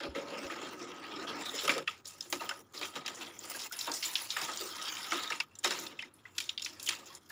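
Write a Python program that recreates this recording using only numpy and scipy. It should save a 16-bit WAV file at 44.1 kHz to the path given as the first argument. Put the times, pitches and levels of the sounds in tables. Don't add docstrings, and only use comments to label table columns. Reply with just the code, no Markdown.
import sys
import numpy as np
from scipy import signal
from scipy.fft import rfft, irfft
from scipy.io import wavfile

SR = 44100
rng = np.random.default_rng(int(sys.argv[2]) if len(sys.argv) > 2 else 0)


def put_to_file(sound):
    columns = np.atleast_2d(sound).T
    safe = np.clip(columns, -1, 1)
    whole_steps = np.round(safe * 32767)
    wavfile.write(sys.argv[1], SR, whole_steps.astype(np.int16))


N = 322679
HOP = 16
GRID_S = np.arange(N // HOP + 1) * HOP / SR
BAND_HZ = 130 * 2 ** (np.arange(43) / 6)


def from_db(db):
    return 10 ** (np.asarray(db) / 20)


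def rms_one(x):
    return x / np.sqrt(np.mean(x ** 2, axis=-1, keepdims=True) + 1e-20)


def drift(rate_hz, count):
    r = np.exp(-2 * np.pi * rate_hz * HOP / SR)
    white = rng.standard_normal((count, N // HOP + 2001))
    slow = signal.lfilter([1], [1, -2 * r, r * r], white)
    return rms_one(slow[:, 2000:])


def to_samples(coarse):
    return np.interp(np.arange(N) / HOP, np.arange(len(coarse)), coarse)


def resonance(x, hz, width_hz):
    r = np.exp(-np.pi * width_hz / SR)
    feed = [(1 - r * r) / 2, 0, (r * r - 1) / 2]
    return signal.lfilter(feed, [1, -2 * r * np.cos(2 * np.pi * hz / SR), r * r], x)


def share(hz, octaves):
    bell = np.exp(-.5 * (np.log2(BAND_HZ[:, None] / hz) / octaves) ** 2)
    return bell / bell.sum(axis=0)


def sound_of(power):
    out, white, step = np.zeros(N), rng.standard_normal((3, N)), 2 ** (1 / 12)
    for k, hz in enumerate(BAND_HZ):
        band = signal.butter(2, [hz / step, hz * step], "band", fs=SR, output="sos")
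        gated = to_samples(np.sqrt(power[k])) * white[k % 3]
        level = np.sqrt(SR / 2 / (hz * (step - 1 / step)))
        out += signal.sosfilt(band, gated) * level
    return out


# start in seconds, end in seconds, depth in dB.
JET_BREAKS = [(0.077, 0.151, -8.5), (1.824, 1.871, -10), (2.004, 2.046, -14), (2.613, 2.735, -18.5),
              (2.861, 2.936, -7.5), (2.978, 3.048, -7), (3.296, 3.44, -6.5), (3.457, 3.496, -8),
              (3.671, 3.722, -14.5), (4.266, 4.304, -6), (5.438, 5.631, -17), (6.081, 6.35, -10),
              (6.53, 6.603, -5), (7.175, 7.291, -16.5)]


def breaks_db():
    out = 0
    for start, end, depth_db in JET_BREAKS:
        thinning = np.clip((GRID_S - start) / 0.012, 0, 1)
        until_return = np.clip((end - GRID_S) / 0.002, 0, 1)
        out = out + depth_db * thinning * until_return
    return out


# time in seconds, then relative dB of drumming in the tray, splash, and fine spray.
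JET_COURSE = [(0.0, -48.5, -50.5, -71), (0.16, -50, -55.5, -70), (0.61, -52, -51.5, -65),
              (0.96, -56, -54, -72), (1.36, -48, -50.5, -63.5), (1.65, -67, -41.5, -45.5),
              (1.89, -73, -63.5, -75), (2.4, -68.5, -68.5, -57), (2.57, -62.5, -72, -67),
              (2.79, -58, -56.5, -54.5), (2.93, -58, -56, -79), (3.46, -58.5, -51, -52.5),
              (3.97, -70.5, -51.5, -49), (5.24, -60, -44.5, -55.5), (5.4, -75, -61, -66),
              (5.68, -55.5, -59, -64), (5.83, -54.5, -51.5, -53.5), (6.05, -69, -69, -90),
              (6.36, -69.5, -64.5, -62), (6.56, -73.5, -64.5, -71), (6.95, -63, -64.5, -68.5),
              (7.32, -73.5, -57, -55)]
SLOP_LEANS = 0.34
DRUM_LINGERS = 0.092


def jet_levels():
    s, *columns = np.transpose(JET_COURSE)
    drum, splash, spray = [np.interp(GRID_S, s, db) for db in columns]
    slop = SLOP_LEANS * drum + (1 - SLOP_LEANS) * splash
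    break_share = np.array([[1 - DRUM_LINGERS], [1], [1], [1]])
    return np.array([drum, slop, splash, spray]) + breaks_db() * break_share


JET_PART_HZ = [380, 1050, 3500, 11000]
DROPS_PER_S, DROP_SPREAD_DB = 500, 3
DROP_CYCLES = 88
DROP_SHARE = 0.58


def stream(flicker_db, surge_db):
    parts = np.arange(len(JET_PART_HZ))
    place = np.interp(np.log(BAND_HZ), np.log(JET_PART_HZ), parts)
    blend = np.clip(1 - abs(place[:, None] - parts), 0, 1)
    below_db = -14 * np.clip(np.log2(270 / BAND_HZ), 0, None)
    mean_db = blend @ jet_levels() + below_db[:, None] - 12.0

    draw = rng.random((mean_db.shape[1], 4))
    born = draw[:, 0] < DROPS_PER_S * HOP / SR
    size, pitch, width = draw[born, 1:].T
    strength = from_db(2 * DROP_SPREAD_DB * np.minimum(-np.log(size), 2.8))
    hits = np.zeros_like(mean_db)
    hits[:, born] = strength * share(400 * 2 ** (5.4 * pitch), 0.47 + 0.97 * width * pitch)
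    poles = from_db(-120 * HOP / SR * np.clip(BAND_HZ, 1200, 5000) / DROP_CYCLES)
    dying = np.array([signal.lfilter([1], [1, -r], row) for r, row in zip(poles, hits)])
    drops = np.clip(DROP_SHARE * place / 2, 0, DROP_SHARE)[:, None]
    grain = 1 - drops + drops * dying / dying.mean(axis=1, keepdims=True)

    flicker = np.clip(place / 2, .55, 1)[:, None] * drift(10.0, count=len(BAND_HZ))
    wobble_db = flicker_db * flicker + surge_db * drift(32.5, count=1)
    return from_db(1.9955 * (mean_db + wobble_db)) * grain


# start in seconds, level in dB, centre in Hz, width in octaves, spatter in dB against the slap.
LANDINGS = [(0.147, -22, 2050, 0.64, -6.5), (0.497, -26.5, 1760, 0.41, -4), (1.6767, -14, 1276, 1.8, -24),
            (1.6915, -6, 2276, 0.5, -10.5), (1.7774, -19, 1210, 1.9, -20),
            (1.8739, -10.5, 2550, 0.29, -20.5), (1.88, -30, 1192, 0.29, -15),
            (2.053, -27.5, 5470, 0.41, -10), (2.069, -26, 7700, 0.44, -10), (2.206, -27.5, 5100, 0.38, -25),
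            (2.222, -28, 5700, 0.4, -13.5), (2.299, -27.5, 12000, 0.4, -11),
            (2.3247, -11, 3370, 1.53, -17.5), (2.402, -35, 1320, 1.17, 10),
            (2.489, -18.5, 2870, 1.16, -15.5), (2.509, -20, 1420, 0.49, -17),
            (2.739, -37.5, 3720, 0.5, 6.5), (2.774, -24.5, 4640, 0.15, -15), (2.811, -20, 2260, 1, -6),
            (2.827, -19, 2400, 0.33, -13), (2.8519, -25, 8250, 0.69, -4), (2.953, -25.5, 1320, 1.4, 1),
            (3.06, -21.5, 3900, 0.63, -25), (3.0775, -20, 2700, 0.97, -15), (3.146, -27.5, 6700, 0.29, -11),
            (3.208, -31.5, 2970, 0.66, 1.5), (3.3883, -24.5, 7030, 0.1, -18),
            (3.591, -25.5, 4860, 0.42, -2.5), (3.71, -29, 1390, 0.15, -17), (3.788, -20, 6700, 0.44, -9),
            (3.809, -20.5, 4180, 0.2, -31), (3.871, -23.5, 938, 0.65, -1), (3.916, -22, 5400, 0.39, -31),
            (3.936, -23, 6300, 0.39, -3.5), (4.024, -21.5, 3500, 0.36, -1), (4.153, -14, 3270, 0.43, -13),
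            (4.302, -18, 4300, 0.34, -14), (4.3635, -14, 1745, 0.56, -10), (4.413, -18, 2600, 1.48, -5.5),
            (4.481, -26, 1223, 0.87, -2), (4.571, -20, 5700, 0.29, -40), (4.883, -39, 5260, 0.18, -29),
            (4.966, -27, 3030, 0.4, -5), (5.1185, -10, 2140, 0.9, -9.5), (5.3007, -18.5, 1650, 1.23, -10),
            (5.319, -17.5, 2280, 0.28, -14), (5.4001, -16, 2710, 0.66, -24), (5.5515, -23, 5900, 0.8, -22),
            (5.586, -14, 7750, 0.38, -23), (5.636, -26, 2950, 0.56, 7), (5.642, -10, 2430, 0.97, -10.5),
            (5.705, -16, 2580, 0.89, -8), (5.7876, -23.5, 6030, 0.16, -10.5),
            (5.864, -24.5, 4140, 0.33, -22), (5.9891, -20.5, 2520, 0.19, -15.5),
            (6.022, -28, 2350, 0.67, -16), (6.138, -29, 10400, 0.12, -13), (6.2519, -26, 1930, 0.39, -9.5),
            (6.38, -15.5, 4370, 0.58, -26), (6.4002, -16, 4420, 0.73, -15.5),
            (6.49, -15.5, 3450, 0.28, -22), (6.576, -17, 3410, 0.3, -27), (6.5939, -23, 3500, 0.33, -23),
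            (6.619, -20.5, 5300, 0.5, -16), (6.645, -20, 5240, 0.21, -13), (6.6594, -21, 2510, 0.34, -18),
            (6.795, -27, 5660, 0.63, -12), (6.826, -23, 9300, 0.57, -10), (6.86, -17, 7000, 0.71, -11),
            (6.873, -18, 2900, 0.18, -29), (6.8873, -11, 4300, 0.7, -20.5), (6.903, -18.5, 2500, 0.63, -8),
            (7.149, -30.5, 7550, 0.39, -18), (7.3, -32, 1675, 0.075, -12), (7.313, -11.5, 4180, 0.17, -13)]
# start in seconds, level in dB, centre in Hz.
TRAY_BOOMS = [(0.153, -26.5, 490), (1.535, -28, 477), (1.635, -22, 472), (1.692, -27, 223),
              (1.708, -22, 513), (1.759, -20.5, 487), (2.324, -29, 316), (2.811, -31, 380),
              (3.884, -37, 304), (4.606, -27.5, 435), (5.121, -28.5, 311), (5.647, -27, 444)]
BOOM_OCTAVES, BOOM_SPATTER_DB, BOOM_RISE_S = 0.16, -5.5, 0.0054
SLAP_T60_S, SPATTER_T60_S, HOLD_S = 0.031, 0.26, 0.00184
SLAP_SHORTENS = 0.083
CRACK_DB, CRACK_T60_S = 2, 0.014
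RISE_S = 0.0026
LOOSE_DB = 11.5
RAGGED_DB = 3.5


def splats():
    out, age = np.zeros((len(BAND_HZ), N // HOP + 2001)), np.arange(2000) * HOP / SR
    after_hold = np.clip(age - HOLD_S, 0, None)
    slap_t60 = SLAP_T60_S * np.clip(BAND_HZ[:, None] / 2000, 1, None) ** -SLAP_SHORTENS
    dying = from_db(-120 * after_hold / slap_t60)
    dying += from_db(2 * CRACK_DB - 120 * after_hold / CRACK_T60_S)
    booms = [(*boom, BOOM_OCTAVES, BOOM_SPATTER_DB) for boom in TRAY_BOOMS]
    for s, db, hz, octaves, spatter_db in list(LANDINGS) + booms:
        body, spray = share(hz, max(octaves, .1)), share(1.43 * hz, 1.0)
        slap = (body + 0.016 * spray) * dying
        spatter = (body + 0.33 * spray) * from_db(2 * spatter_db - 120 * age / SPATTER_T60_S)
        rise_s = BOOM_RISE_S if hz < 600 else RISE_S * 2 ** ((spatter_db + 32.5) / LOOSE_DB)
        level = from_db(2 * (db - 14.5))
        at = round(s * SR / HOP)
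        out[:, at:at + len(age)] += level * (slap + spatter) * (1 - np.exp(-age / rise_s))
    ragged_db = RAGGED_DB * np.clip(drift(176, count=1), -2.5, .8) + 2.85 * drift(51, count=len(BAND_HZ))
    return out[:, :N // HOP + 1] * from_db(2 * (ragged_db + breaks_db()))


PLOP_DB, PLOP_CYCLES = -3, 60


def plops():
    out, age = np.zeros(N + 4000), np.arange(4000) / SR
    for s, db, hz, octaves, spatter_db in LANDINGS:
        note = np.sin(2 * np.pi * hz * age * (1 + 3.5 * age)) * (1 - np.exp(-age / RISE_S))
        at = round((s + HOLD_S) * SR)
        level_db = db + PLOP_DB - 9.0 * octaves
        out[at:at + len(age)] += from_db(level_db - 60 * age * hz / PLOP_CYCLES) * note
    return out[:N]


THUMP_DB, THUMP_CYCLES = -9.5, 13.4


def thumps():
    out, age = np.zeros(N + 4000), np.arange(4000) / SR
    for s, db, hz in TRAY_BOOMS:
        note = (1 - np.exp(-age * hz)) * np.sin(2 * np.pi * hz * age)
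        at = round(s * SR)
        out[at:at + len(age)] += from_db(db + THUMP_DB - 60 * age * hz / THUMP_CYCLES) * note
    return out[:N]


# start in seconds, level in dB, starting pitch in Hz, time to die by 60 dB in seconds.
PUDDLE_BUBBLES = [(2.397, -37, 2680, 0.046), (3.547, -33.5, 1600, 0.051), (6.0, -37, 2990, 0.047),
                  (6.027, -27, 1930, 0.018), (6.034, -28, 2060, 0.024), (7.03, -44, 1190, 0.041),
                  (7.1, -48.5, 1060, 0.15)]
GURGLE_RISE_PER_S = 1.1


def gurgles():
    out, age = np.zeros(N + 6000), np.arange(6000) / SR
    for s, db, hz, t60 in PUDDLE_BUBBLES:
        phase = 2 * np.pi * hz * age * (1 + GURGLE_RISE_PER_S * age)
        note = np.sin(phase) * (1 - np.exp(-age / RISE_S))
        at = round(s * SR)
        out[at:at + len(age)] += from_db(db - 60 * age / t60) * note
    return out[:N]


BUBBLES_PER_S, BUBBLE_T60_S = 700, 0.042
BUBBLE_RISE = 0.02
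BUBBLE_DB, BUBBLE_SPREAD_DB = 13, 12


def bubbles(power):
    when, pitch, size = rng.random((round(BUBBLES_PER_S * N / SR), 3)).T
    hz, at = 700 * 2 ** (4.0 * pitch), (when * N).astype(int)
    band = np.round(6 * np.log2(hz / BAND_HZ[0])).astype(int)
    around = np.sqrt(power[band, at // HOP])
    age = np.arange(1800) / SR
    shape = from_db(-60 * age / BUBBLE_T60_S) * (1 - np.exp(-age / RISE_S))
    notes = shape * np.sin(2 * np.pi * hz[:, None] * age * (1 + BUBBLE_RISE * age / BUBBLE_T60_S))
    notes *= (around * from_db(BUBBLE_DB - BUBBLE_SPREAD_DB * size))[:, None]
    spots = at[:, None] + np.arange(1800)
    return np.bincount(spots.ravel(), notes.ravel(), N + 1800)[:N]


# frequency in Hz, width in Hz, level in dB against the water before the aim wanders.
MACHINE_MODES = [(351.5, 39, 3.5), (302, 31, 0.5), (469.4, 35, -7.5), (932, 33, -1), (2725, 76, -3.5),
                 (3200, 260, -7), (3736, 235, -5.5), (5250, 380, -2)]
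AIM_DB, AIM_HZ = 10.5, 5.6
TRAY_STEADY_HZ = 870
# frequency in Hz, width in Hz.
TRAY_WALL, CASING = (555, 26), (1259, 60)
# time in seconds, tray wall in dB, casing in dB.
JET_AIM = [(0.0, 9.5, 6), (0.45, 13.5, 6), (0.7, 1, 12), (1.4, -9, 10), (1.7, 3, 8.5), (2.9, 5, 11.5),
           (3.3, -28, 0), (4.3, -4, -10), (4.5, -23, 9), (5.25, -20, 13), (5.5, -1, 7), (7.3, 5, -3)]


def machine(water):
    aim_db, out = AIM_DB * drift(AIM_HZ, count=len(MACHINE_MODES)), water.copy()
    for (hz, width_hz, db), wander_db in zip(MACHINE_MODES, aim_db):
        eased_db = np.clip(wander_db * min(hz / TRAY_STEADY_HZ, 1), -12, 5)
        gain = to_samples(from_db(db + eased_db))
        out += resonance(gain * water, hz, width_hz)
    s, *fed_db = np.transpose(JET_AIM)
    for (hz, width_hz), db in zip((TRAY_WALL, CASING), fed_db):
        gain = from_db(np.interp(np.arange(N) / SR, s, db))
        out += resonance(gain * water, hz, width_hz)
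    return out


# start in seconds, level in dB, frequency in Hz, time to die by 60 dB in seconds.
HAND_NUDGES = [(0.087, -40, 69.5, 0.12), (0.449, -45, 67.3, 0.06)]


def nudges():
    out, t = np.zeros(N), np.arange(N) / SR
    for s, db, hz, t60 in HAND_NUDGES:
        age = np.clip(t - s, 0, None)
        fade = from_db(db + 4.0 - 60 * age / t60)
        out += fade * (1 - np.exp(-age / .008)) * np.sin(2 * np.pi * hz * age)
    return out


# frequency in Hz, relative level per Hz in dB.
TOWN_COLOUR = [(25, 2), (60, 2.5), (150, 14), (350, 13.5), (600, 2.5), (1300, 8.5), (3000, -13.5),
               (8000, -20), (16000, -17)]
TOWN_DB, HUM_HZ, HUM_DB = -67.5, 96, -73.5


def town():
    hz = np.fft.rfftfreq(N, 1 / SR) + 1
    colour_hz, colour_db = np.transpose(TOWN_COLOUR)
    colour = from_db(np.interp(np.log(hz), np.log(colour_hz), colour_db))
    far = rms_one(irfft(rfft(rng.standard_normal(N)) * colour, N))
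    hum_band = signal.butter(2, [HUM_HZ - 12, HUM_HZ + 12], "band", fs=SR, output="sos")
    hum = rms_one(signal.sosfilt(hum_band, rng.standard_normal(N)))
    return from_db(TOWN_DB) * far + from_db(HUM_DB) * hum


def scene():
    power = stream(flicker_db=4.5, surge_db=2.0) + splats()
    water = sound_of(power) + plops() + thumps() + gurgles() + bubbles(power)
    return np.tile(machine(water) + town() + nudges(), (2, 1))


def peak(x, hz, width_hz, db):
    return x + (from_db(db) - 1) * resonance(x, hz, width_hz)


# frequency in Hz, width in Hz, lift or cut in dB.
MIC_PEAKS = [(7093, 213, 8), (10060, 1300, 6), (13500, 1700, -9), (15480, 2010, 16.5)]
SHELF_HZ, SHELF_DB = 7750, -9
CUTOFF_HZ = 16500


def record(dry):
    low, high = [np.tile(signal.butter(6, SHELF_HZ, kind, fs=SR, output="sos"), (2, 1))
                 for kind in ("low", "high")]
    dry = signal.sosfilt(low, dry) + from_db(SHELF_DB) * signal.sosfilt(high, dry)
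    for hz, width_hz, db in MIC_PEAKS:
        dry = peak(dry, hz, width_hz, db)
    return signal.sosfilt(signal.cheby2(14, 75, CUTOFF_HZ, fs=SR, output="sos"), dry)


dry = scene()
out = record(dry)
put_to_file(out)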